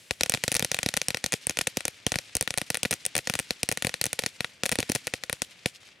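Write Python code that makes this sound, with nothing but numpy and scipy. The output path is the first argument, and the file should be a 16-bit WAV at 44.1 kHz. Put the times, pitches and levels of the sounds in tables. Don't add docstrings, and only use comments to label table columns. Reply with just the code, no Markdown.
import sys
import numpy as np
from scipy import signal
from scipy.fft import rfft, irfft, next_fast_len
from scipy.io import wavfile
from scipy.ndimage import uniform_filter1d, minimum_filter1d

SR = 44100
rng = np.random.default_rng(int(sys.argv[2]) if len(sys.argv) > 2 else 0)


def field_ratio(decibels):
    return 10 ** (np.asarray(decibels, dtype=float) / 20)


def persist_wave(psi):
    counts = np.round(np.clip(psi, -1, 1) * 32767).astype(np.int16)
    wavfile.write(sys.argv[1], SR, np.atleast_2d(counts).T)


N = 264600


def along(points, hz):
    f, value = np.transpose(points)
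    return np.interp(np.log(hz + 1), np.log(f + 1), value)


def filtered(x, response):
    m = next_fast_len(x.shape[-1] + 8192)
    return irfft(rfft(x, m) * response(np.fft.rfftfreq(m, 1 / SR)), m)[..., :x.shape[-1]]


def ringing(table, late):
    t = np.maximum(np.arange(1500) / SR - late, 0)
    out = 0
    for hz, width, db, way in table:
        out = out + np.sign(way) * field_ratio(db) * np.exp(-np.pi * width * t) * np.sin(2 * np.pi * hz * t)
    return out


def rung(x, table, late):
    return signal.fftconvolve(x, ringing(table, late)[None], axes=1)[:, :N]


def no_bass(hz):
    return 1j * hz / (120 + 1j * hz)


# (t/s, front level/dB, gas push level/dB, body level/dB)
SHRED_DULL = [(.2343,-7,-27.5,-15.5),(.3389,-12,-19,-9),(.3475,-21.5,-12,4),(.4383,-11.5,-23.5,-7),(.738,-35,-26,-17),(.7449,-14,-21,-6.5),(.8309,-15,-26.5,-8.5),(.8884,-17.5,-23.5,-5),(1.0162,-19,-22,-2.5),(1.2413,-14.5,-16,-5.5),(1.262,-17.5,-23,-7.5),(1.3228,-17,-54,-4.5),(1.4958,-15,-17.5,-9),(1.5889,-13,-19.5,-6.5),(1.6112,-25.5,-18,7.5),(2.1196,-18.5,-12,-0.5),(2.1872,-17.5,-24,-8.5),(2.8317,-12,-23.5,-12),(3.0524,-17,-37,-13.5),(3.2731,-18,-17,-2.5),(3.2981,-18,-8,1),(3.3534,-20,-19,0.5),(3.5069,-19,-8,-2),(4.2624,-14.5,-22,-7),(4.9524,-23.5,-1.5,-6),(4.9593,-19.5,-9,-4),(5.237,-24.5,-20,-4),(5.4196,-14.5,-19,-5.5),(5.659,-15.5,-8,-1.5)]
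SHRED_EVEN = [(.4796,-15,-9,-4),(.5176,-13,-19.5,-11.5),(.543,-15.5,-36,-13),(.5514,-15.5,-36,-6),(.5573,-21,-15.5,-3),(.5678,-16,-29,-15),(.604,-28,-6,-1),(.7163,-15,-18.5,-3.5),(1.0843,-13,-21.5,-12),(1.105,-19.5,-20,-6),(1.3305,-20,-12.5,-0.5),(1.3384,-17.5,-8,-2),(1.614,-17,-25,-11),(1.6731,-13.5,-22,-17),(2.066,-12,-8,-7),(2.4763,-25.5,-16,6),(2.5759,-15,-12.5,-5),(3.1882,-32,-5,-19),(3.3905,-19,-23,-2),(3.8234,-17.5,-25,-2.5),(3.8475,-19,-7.5,0),(4.1901,-21.5,-9,2),(4.1923,-14,-21.5,-12),(4.6349,-20,-7.5,3.5),(4.949,-34,-34,-14),(4.9509,-15,-23,-10.5)]
SHRED_BRIGHT = [(.2966,-8,-29,-16),(.5952,-14,-28,-7),(.625,-20,-7,0),(1.5105,-34,-29,-23),(1.5922,-39,-16,-32),(1.7711,-13,-8,-10.5),(2.3526,-14.5,-17.5,-11),(2.4103,-13,-16.5,-9.5),(2.9099,-17.5,-10,-5),(2.9145,-17,-18,-10.5),(3.1532,-19,-9,0.5),(3.1654,-15,-15,-4.5),(3.1795,-14,-20,-14),(3.3385,-19.5,-22,-2.5),(3.6893,-15,-18,-6),(4.0136,-13.5,-21.5,-7.5),(4.0408,-14.5,-28,-8),(4.0542,-51,-32,-21),(4.0651,-17,-21,-9.5),(4.6564,-19,-24,-4),(4.6616,-18,-17,-3),(4.7166,-19,-8.5,-3),(4.9187,-15,-25,-9),(5.1378,-25,-4,7),(5.3285,-17,-26,-5)]
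SPLIT_DULL = [(.1092,-16,-9,-1.5),(.2094,-11,-19,-5.5),(.5656,-12,-40,-11),(.7216,-44,-12,-8),(.8617,-13.5,-7,-7.5),(.942,-40,-9,-18),(1.1457,-21.5,-8,3.5),(1.5075,-25.5,-22,-1.5),(1.5717,-17,-25,-5),(2.1416,-31,-13,4.5),(2.1575,-16.5,-12,-2),(2.5062,-18,-20.5,-6),(2.931,-18.5,-29,-2.5),(3.8936,-26.5,-21,0),(4.222,-30.5,-10.5,-6),(4.237,-24.5,-8.5,3.5),(4.4062,-21.5,-7.5,2.5),(4.7875,-17.5,-2.5,-2),(4.8034,-12,-25,-14.5)]
SPLIT_EVEN = [(.261,-25,-18,1),(.3734,-32.5,-13,-1),(.6474,-11.5,-23,-10.5),(.7673,-25.5,-28,-6),(.9399,-18.5,-22,-1.5),(.9678,-13,-24,-11),(1.171,-23.5,-22,-6),(1.6709,-17.5,-14,0.5),(1.8066,-27,-26,-0.5),(2.5403,-27.5,-25,2),(2.7535,-21.5,-36,-2),(2.8513,-25.5,-8,7),(3.1889,-24,-12,0.5),(3.6318,-8.5,-23.5,-14.5),(3.7154,-17.5,-9,-6),(3.7737,-19.5,-18.5,-2),(3.941,-20,-25,-2.5),(4.4454,-28.5,-5.5,10.5),(4.7258,-32.5,-5,10.5),(4.798,-25.5,-9,-1),(4.8927,-26,-12.5,-6),(4.8975,-16,-7,-7.5),(4.9546,-16.5,-41,-17),(5.0704,-15,-20.5,-10.5),(5.0766,-29.5,-14,6)]
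SPLIT_BRIGHT = [(.3211,-17.5,-40,-6.5),(.5246,-17.5,-32,-11),(.7888,-20.5,-15.5,1.5),(.9727,-15,-23,-4.5),(1.4693,-13,-25,-13),(1.8533,-11.5,-20.5,-13),(1.8809,-17.5,-25.5,-5),(2.3679,-12.5,-34,-13.5),(2.4256,-18.5,-21,-11),(2.5829,-14.5,-24,-8),(2.6156,-20.5,-14.5,-1),(2.7029,-12,-20,-6.5),(2.745,-17,-24,-3.5),(2.7713,-21,-28,-6),(2.8554,-24,-6.5,4),(2.9268,-20,-17,0),(2.9388,-15,-25.5,-20),(3.0635,-11.5,-30.5,-16.5),(3.3978,-18.5,-18.5,-3),(3.7241,-14.5,-22.5,-12),(3.8695,-13.5,-10,-8.5),(4.056,-17,-23,-9),(4.1307,-16.5,-22,-7),(4.6929,-18,-29,-4),(4.7227,-17,-11,-2),(4.7287,-21.5,-7.5,-8),(4.7557,-22.5,-21,0.5),(4.8281,-26,-8.5,3),(5.297,-24.5,-5.5,5)]
SHRED_DB, SPLIT_DB = -5, -9.5
DULL_DB, EVEN_DB, BRIGHT_DB = 3.5, -1.5, -9
KINDS = [(SHRED_DULL, SHRED_DB, DULL_DB), (SHRED_EVEN, SHRED_DB, EVEN_DB), (SHRED_BRIGHT, SHRED_DB, BRIGHT_DB),
         (SPLIT_DULL, SPLIT_DB, DULL_DB), (SPLIT_EVEN, SPLIT_DB, EVEN_DB), (SPLIT_BRIGHT, SPLIT_DB, BRIGHT_DB)]
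BANGS = sorted((*row, tear_db, dull_db) for rows, tear_db, dull_db in KINDS for row in rows)
BANG_S, FRONT_DB, PUSH_DB, BODY_DB, TEAR_DB, TONE_DB = np.transpose(BANGS)


def bursts(db, shapes):
    out = np.zeros((2, N + shapes.shape[-1]))
    for s, gain, shape in zip(BANG_S, field_ratio(db), shapes):
        out[:, round(s * SR):][:, :shape.shape[-1]] += gain * shape
    return out[:, :N]


def blasts(spike_db, tear_db, tear_t60, apart, pan_db, size=400):
    t = np.arange(size) / SR
    draw = rng.standard_normal((len(BANGS), 3, size))
    shared = draw[:, :1] * np.abs(draw[:, :1])
    spits = field_ratio(-60 * t / tear_t60) * (shared + apart * draw[:, 1:])
    spits = spits / np.sqrt(np.sum(spits ** 2, (1, 2), keepdims=True))
    shapes = field_ratio(tear_db)[:, None, None] * spits
    shapes[:, :, 0] = field_ratio(spike_db + pan_db * draw[:, :1, 0] * [.5, -.5] + [.6, -.6])
    shapes[:, :, 1] = shapes[:, :, 0] * 0.11 * draw[:, :1, 1] * [1, -1]
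    return shapes


# (f/Hz, level/dB)
SHOCK = [(300, -56), (1250, -30), (2500, 6), (4300, 6.5), (6200, 13), (7400, 7), (9000, 10), (10800, 5),
         (12000, 4), (15500, -7), (17000, 3)]
# (delay t/s, gain)
REPEATS = [(.00016, -.55), (.00025, -.4), (.00047, .3), (.00065, -.2), (.0021, .12)]


def cracks():
    shock = blasts(0, .5 * TEAR_DB - 1, tear_t60=.002, apart=.3, pan_db=1.5)
    paper = blasts(-23, TEAR_DB + 11.0, tear_t60=0.0041, apart=0.33, pan_db=2.0)
    repeated = lambda hz: 1 + sum(gain * np.exp(-2j * np.pi * hz * s) for s, gain in REPEATS)
    crack = paper - filtered(shock, repeated)
    mids = bursts(FRONT_DB + 0.37 * TONE_DB + 5.0, crack)
    treble = bursts(FRONT_DB - 0.44 * TONE_DB + 2, crack)
    upper = lambda hz: 1 / (1 + (6400 / (hz + 1)) ** 8)
    crossed = mids + filtered(treble - mids, upper)
    return filtered(crossed, lambda hz: field_ratio(along(SHOCK, hz)))


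# (f/Hz, width/Hz, level/dB, first swing +-)
HOUSING = [(1463, 78, -16, 1), (1917, 238, 0.5, 1), (2433, 500, 5.5, 1), (3000, 630, 2, -1),
           (3290, 400, -1, 1), (3900, 840, 4, -1)]


def housing():
    hits = blasts(0, 0.2 * TEAR_DB - 8.5, tear_t60=0.013, apart=0.37, pan_db=5.5)
    return filtered(rung(bursts(FRONT_DB + BODY_DB, hits), HOUSING, 0.00015), no_bass)


# (f/Hz, width/Hz, level/dB, first swing +-)
GROUND = [(500.7, 133, 7.5, -1), (715, 59, -10.5, -1), (960, 2380, 17.5, 1), (1150, 440, -11.5, 1)]


def ground():
    hits = blasts(0, 0.31 * TEAR_DB - 3.0, tear_t60=0.048, apart=2.0, pan_db=0.0)
    hit_db = FRONT_DB + 0.41 * PUSH_DB + 0.28 * BODY_DB - 6.5
    return filtered(rung(bursts(hit_db, hits), GROUND, 0.0004), no_bass)


# (f/Hz, width/Hz, level/dB, first swing +-)
PUSH = [(138.3, 127.4, 3.5, 1), (343, 150, -2.5, -1), (66, 130, -10.5, -1)]
HEAVY = [(218, 153, 7, 1), (102, 62, -8.5, -1), (66.6, 76, -7.5, -1), (300, 1300, -17, 1)]


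def gas():
    puffs = blasts(0, 0.13 * TEAR_DB - 0.5, tear_t60=0.016, apart=0.098, pan_db=4.5)
    heavy = np.clip((PUSH_DB + 13.0) / 6, 0, 1)[:, None, None]
    push = bursts(FRONT_DB + PUSH_DB + 8.0, puffs * (1 - heavy))
    thud = bursts(FRONT_DB + PUSH_DB + 2.5, puffs * heavy)
    return rung(push, PUSH, 0.0013) + rung(thud, HEAVY, 0.00046)


# (t/s,
# level/dB, f/Hz)
NOTES = [(0.1082, -8, 6660), (0.208, -2, 5900), (0.2326, -1, 5250), (0.2593, -16, 3380),
         (0.2957, -32, 6320), (0.3197, -4, 2800), (0.3376, -11, 5300), (0.4374, -14, 4200),
         (0.4783, -10, 3430), (0.5162, -6, 9400), (0.5501, -32, 2880), (0.5501, 3, 10300),
         (0.594, -18, 8550), (0.624, 2, 3400), (0.6464, -17, 9960), (0.7153, -3, 4030),
         (0.7437, 1, 4000), (0.7662, -14, 3310), (0.7876, -6, 3220), (0.8295, -5, 8800),
         (0.8604, -6, 4000), (0.8869, 3, 3950), (0.9388, -20, 2750), (0.9667, -8, 6490),
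         (1.0151, -3, 5870), (1.0829, 2, 8700), (1.1039, -15, 4530), (1.1448, -4, 5800),
         (1.1702, -12, 5660), (1.2401, -14, 5130), (1.261, -1, 6460), (1.3219, -4, 6300),
         (1.4681, 4, 8600), (1.4945, 3, 6700), (1.5703, -12, 6250), (1.5878, -8, 6500),
         (1.6127, -12, 5270), (1.672, -19, 8380),
         (1.7702, -4, 10500), (1.8056, -20, 2800), (1.852, -16, 8400), (1.8794, -7, 9000),
                (2.065, 3, 3000), (2.1184, -7, 6300), (2.1403, -22, 2860), (2.1563, -12, 4100),
                (2.1857, -15, 5700), (2.3514, 3, 8400), (2.4092, 1, 8430), (2.4751, -5, 2730),
                (2.505, -6, 6100), (2.5389, -13, 8610), (2.5743, -8, 8200), (2.6143, -15, 2750),
                (2.7021, -21, 9450), (2.7435, -19, 2900), (2.7699, -2, 8750), (2.8308, -27, 5740),
                (2.8507, -21, 3750), (2.9086, -3, 9500), (3.0513, -1, 8870), (3.0622, -16, 8600),
                (3.1525, -4, 8500), (3.2718, -17, 5680), (3.2972, -11, 3900), (3.3371, -13, 4490),
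                (3.389, 2, 8380), (3.4708, -31, 3100), (3.5057, 4, 4180),
         (3.6308, -24, 8700), (3.6881, -7, 8300), (3.7141, -2, 9500), (3.7724, -14, 4500),
              (3.8228, -6, 2800), (3.8463, -8, 3900), (3.8682, -5, 4400), (3.8922, -14, 3290),
              (3.9396, -4, 4160), (4.0129, 2, 4260), (4.0398, -17, 8400), (4.1291, -19, 9200),
              (4.189, -6, 2880), (4.2359, -16, 2860), (4.2624, -8, 4440), (4.405, -1, 4300),
              (4.4444, -7, 2780), (4.634, -8, 2680), (4.656, -15, 4600), (4.6914, -18, 2780),
              (4.7158, -7, 2770), (4.7557, -13, 2840), (4.7861, -2, 4640), (4.827, -22, 2930),
              (4.8964, -33, 6400), (4.8964, -15, 6650), (4.9178, -15, 9200), (4.9498, -11, 6560),
              (5.069, -16, 2830), (5.138, -20, 2870), (5.2366, -14, 2940), (5.296, -18, 2760),
              (5.3274, -9, 9600), (5.4188, -12, 6700), (5.5913, -42, 3080), (5.6577, -22, 4300)]
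NOTE_DB, NOTE_LATE_S, NOTE_WIDTH_HZ = -7, .0001, 610


def notes():
    out = np.zeros((2, N + 400))
    t = np.arange(400) / SR
    envelope = np.exp(-np.pi * NOTE_WIDTH_HZ * t) * (1 - np.exp(-t / 0.00032))
    rows = NOTES
    for (s, db, hz), side in zip(rows, rng.standard_normal((len(rows), 1))):
        near = BANG_S[np.argmin(np.abs(BANG_S - s - .001))]
        if abs(near - s) < .004:
            gain = field_ratio(db + NOTE_DB + 1.3 * side * [[1], [-1]])
            out[:, round((near + NOTE_LATE_S) * SR):][:, :400] += gain * envelope * np.sin(2 * np.pi * hz * t)
    return out[:, :N]


# (t/s, level/dB, f/Hz)
THUMPS = [(0.1075, -29, 50), (0.21, -29, 50), (.5514, -28, 60), (0.7457, -43, 80), (1.7726, -35, 120),
          (2.066, -26, 75.4), (2.3534, -25.5, 50), (2.7029, -37, 80), (2.8317, -33, 134), (2.9105, -47, 69),
          (3.1654, -40, 70), (3.3544, -35, 70), (3.5086, -27, 109), (4.787, -35, 119), (5.1375, -25, 131),
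          (5.297, -30, 191), (5.329, -29, 130), (5.4186, -30, 134)]
QUICK_HZ, SLAB_WIDTH = 95, .7


def thumps():
    out = np.zeros(N + 1500)
    fade = np.hanning(3000)[1500:] ** .5
    for s, db, hz in THUMPS:
        swing = ringing([(hz, SLAB_WIDTH * hz, db, hz - QUICK_HZ)], .0012)
        out[round(s * SR):][:1500] += swing * fade
    return out[:N]


# (f/Hz, likeness 0-1)
ALIKE = [(60, 0.88), (240, 0.95), (950, 0.59), (3770, 0.76), (15000, 0.86)]


def stereo_noise(size, spectrum):
    turn = lambda hz: np.arccos(np.clip(along(ALIKE, hz), -1, 1)) / 2
    shape = lambda hz: field_ratio(along(spectrum, hz)) * [np.cos(turn(hz)), np.sin(turn(hz))]
    mid, side = filtered(rng.standard_normal((2, size)), shape)
    pair = np.array([mid + side, mid - side])
    return pair / np.sqrt(np.mean(pair ** 2))


# (f/Hz, level/dB)
ECHO_COLOUR = [(35, -91), (60, -18), (108, -33), (294, -6.5), (398, -19), (579, -28), (991, -14),
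               (1090, -15.5), (2190, 0.5), (3500, 0.5), (8710, -2.5), (11800, -6.5), (15800, -19.5)]
# (delay t/s, level/dB, smear t/s)
WALLS = [(0.0245, -38, 0.00081), (0.027, -33, 0.00085), (.075, -47.5, 0.01), (0.087, -39, 0.0056),
         (0.096, -42, 0.007), (.140, -45, 0.022), (0.172, -40, .0015), (0.184, -42, 0.027),
         (.217, -37, 0.0006), (.230, -36, 0.00045), (0.254, -43.5, 0.0072), (0.298, -50, 0.002)]
# (level/dB, t60 t/s)
SCATTER = [(-15.5, 0.02), (-31, 0.16), (-51, 0.99)]
# (delay t/s, f/Hz, width/Hz, level/dB)
FACES = [
    (0.0251, 3000, 1500, -27),
    (0.1731, 2600, 1300, -28),
    (.2305, 2400, 1500, -27.5),
]
AIR_LOSS_DB_S, GRAIN_DB = 64, 3.5


def echo_tail(power):
    hz, age, z = signal.stft(np.sqrt(power) * stereo_noise(SR, ECHO_COLOUR), SR, nperseg=64)
    grain = uniform_filter1d(rng.standard_normal(z.shape[1:]), size=7, axis=0) * np.sqrt(7)
    loss = AIR_LOSS_DB_S * np.outer((hz / 10000) ** 1.32, age)
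    tail = signal.istft(z * field_ratio(GRAIN_DB * grain - loss), SR, nperseg=64)[1][:, :SR]
    for delay, face_hz, width, db in FACES:
        slap_hz = face_hz * (1 + 0.09 * rng.standard_normal())
        tail[:, round(delay * SR):][:, :1500] += ringing([(slap_hz, width, db, 1)], 0)
    return tail


def echoes(count=9):
    t = np.arange(SR) / SR
    power = sum(field_ratio(db - 60 * t / t60) ** 2 for db, t60 in SCATTER)
    for delay, db, smear in WALLS:
        age = np.maximum(t - delay, 0) / smear
        power = power + (field_ratio(db) * age * np.exp(1 - age)) ** 2
    shot_db = FRONT_DB + .5 * BODY_DB + 0.13 * PUSH_DB + 0.59 * TEAR_DB + 13
    out = np.zeros((2, N))
    for group in range(count):
        shots = np.zeros(N)
        for s, db in zip(BANG_S[group::count], shot_db[group::count]):
            shots[round(s * SR)] = field_ratio(db)
        out += signal.fftconvolve(shots[None], echo_tail(power), axes=1)[:, :N]
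    return out


def before():
    return field_ratio(-56.0 - 60 * np.arange(N) / SR / 2.6) * stereo_noise(N, ECHO_COLOUR)


# (f/Hz, level/dB)
AIR = [(15, -42), (45, -20), (100, -7), (200, -11), (320, -16), (550, -13), (1000, -21), (2500, -12),
       (6700, -29), (11000, -38), (15500, -47)]


def air():
    return field_ratio(-59) * stereo_noise(N, AIR)


def scene():
    crackers = cracks() + housing() + ground() + gas()
    return crackers + notes() + thumps() + echoes() + before() + air()


# (f/Hz, level/dB)
LEAN = [(60, -0.5), (130, -0.5), (290, 0.0), (640, 0.1), (1410, 1.6), (3100, 2.5), (6820, 0.4),
        (15000, 1.9)]
# (f/Hz, radians left leads)
LEAD = [(11000, -0.078), (12800, -1.55), (15600, 0.48)]


def ports(x):
    lean = lambda hz: field_ratio(np.outer([.6, -.6], along(LEAN, hz))) * (1j * hz / (40 + 1j * hz)) ** 2
    return filtered(x, lambda hz: lean(hz) * np.exp(1j * np.outer([.5, -.5], along(LEAD, hz))))


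# (f/Hz, level/dB)
STARVED = [(7000, -64), (10500, -56), (12500, -50), (16000, -48)]
BANG_DB = -39


def starved(x, size=256, count=9):
    hz, _, z = signal.stft(x, SR, nperseg=size)
    power = np.mean(np.abs(z) ** 2, axis=0)
    nearby = -minimum_filter1d(-power.sum(axis=0), size=count)
    bands = np.repeat(uniform_filter1d(power, size=4, axis=0)[2::4], 4, axis=0)
    bands = np.pad(bands, ((0, len(hz) - len(bands)), (0, 0)), mode="edge")
    strong = bands > nearby * field_ratio(along(STARVED, hz))[:, None] ** 2
    low = (hz < STARVED[0][0])[:, None]
    quiet = nearby < field_ratio(BANG_DB) ** 2
    return signal.istft(z * (strong | low | quiet), SR, nperseg=size)[1][:, :N]


def band_limit(x):
    return signal.sosfilt(signal.butter(12, 16970, fs=SR, output="sos"), x)


def record(dry):
    top_hz, slope = 16100, 60
    x = ports(dry)
    x = x / (1 + np.abs(x / .58) ** 4) ** (1 / 4)
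    x = filtered(x, lambda hz: 1 / (1 + (hz / top_hz) ** slope))
    return band_limit(starved(x))


dry = scene()
out = record(dry)
persist_wave(out)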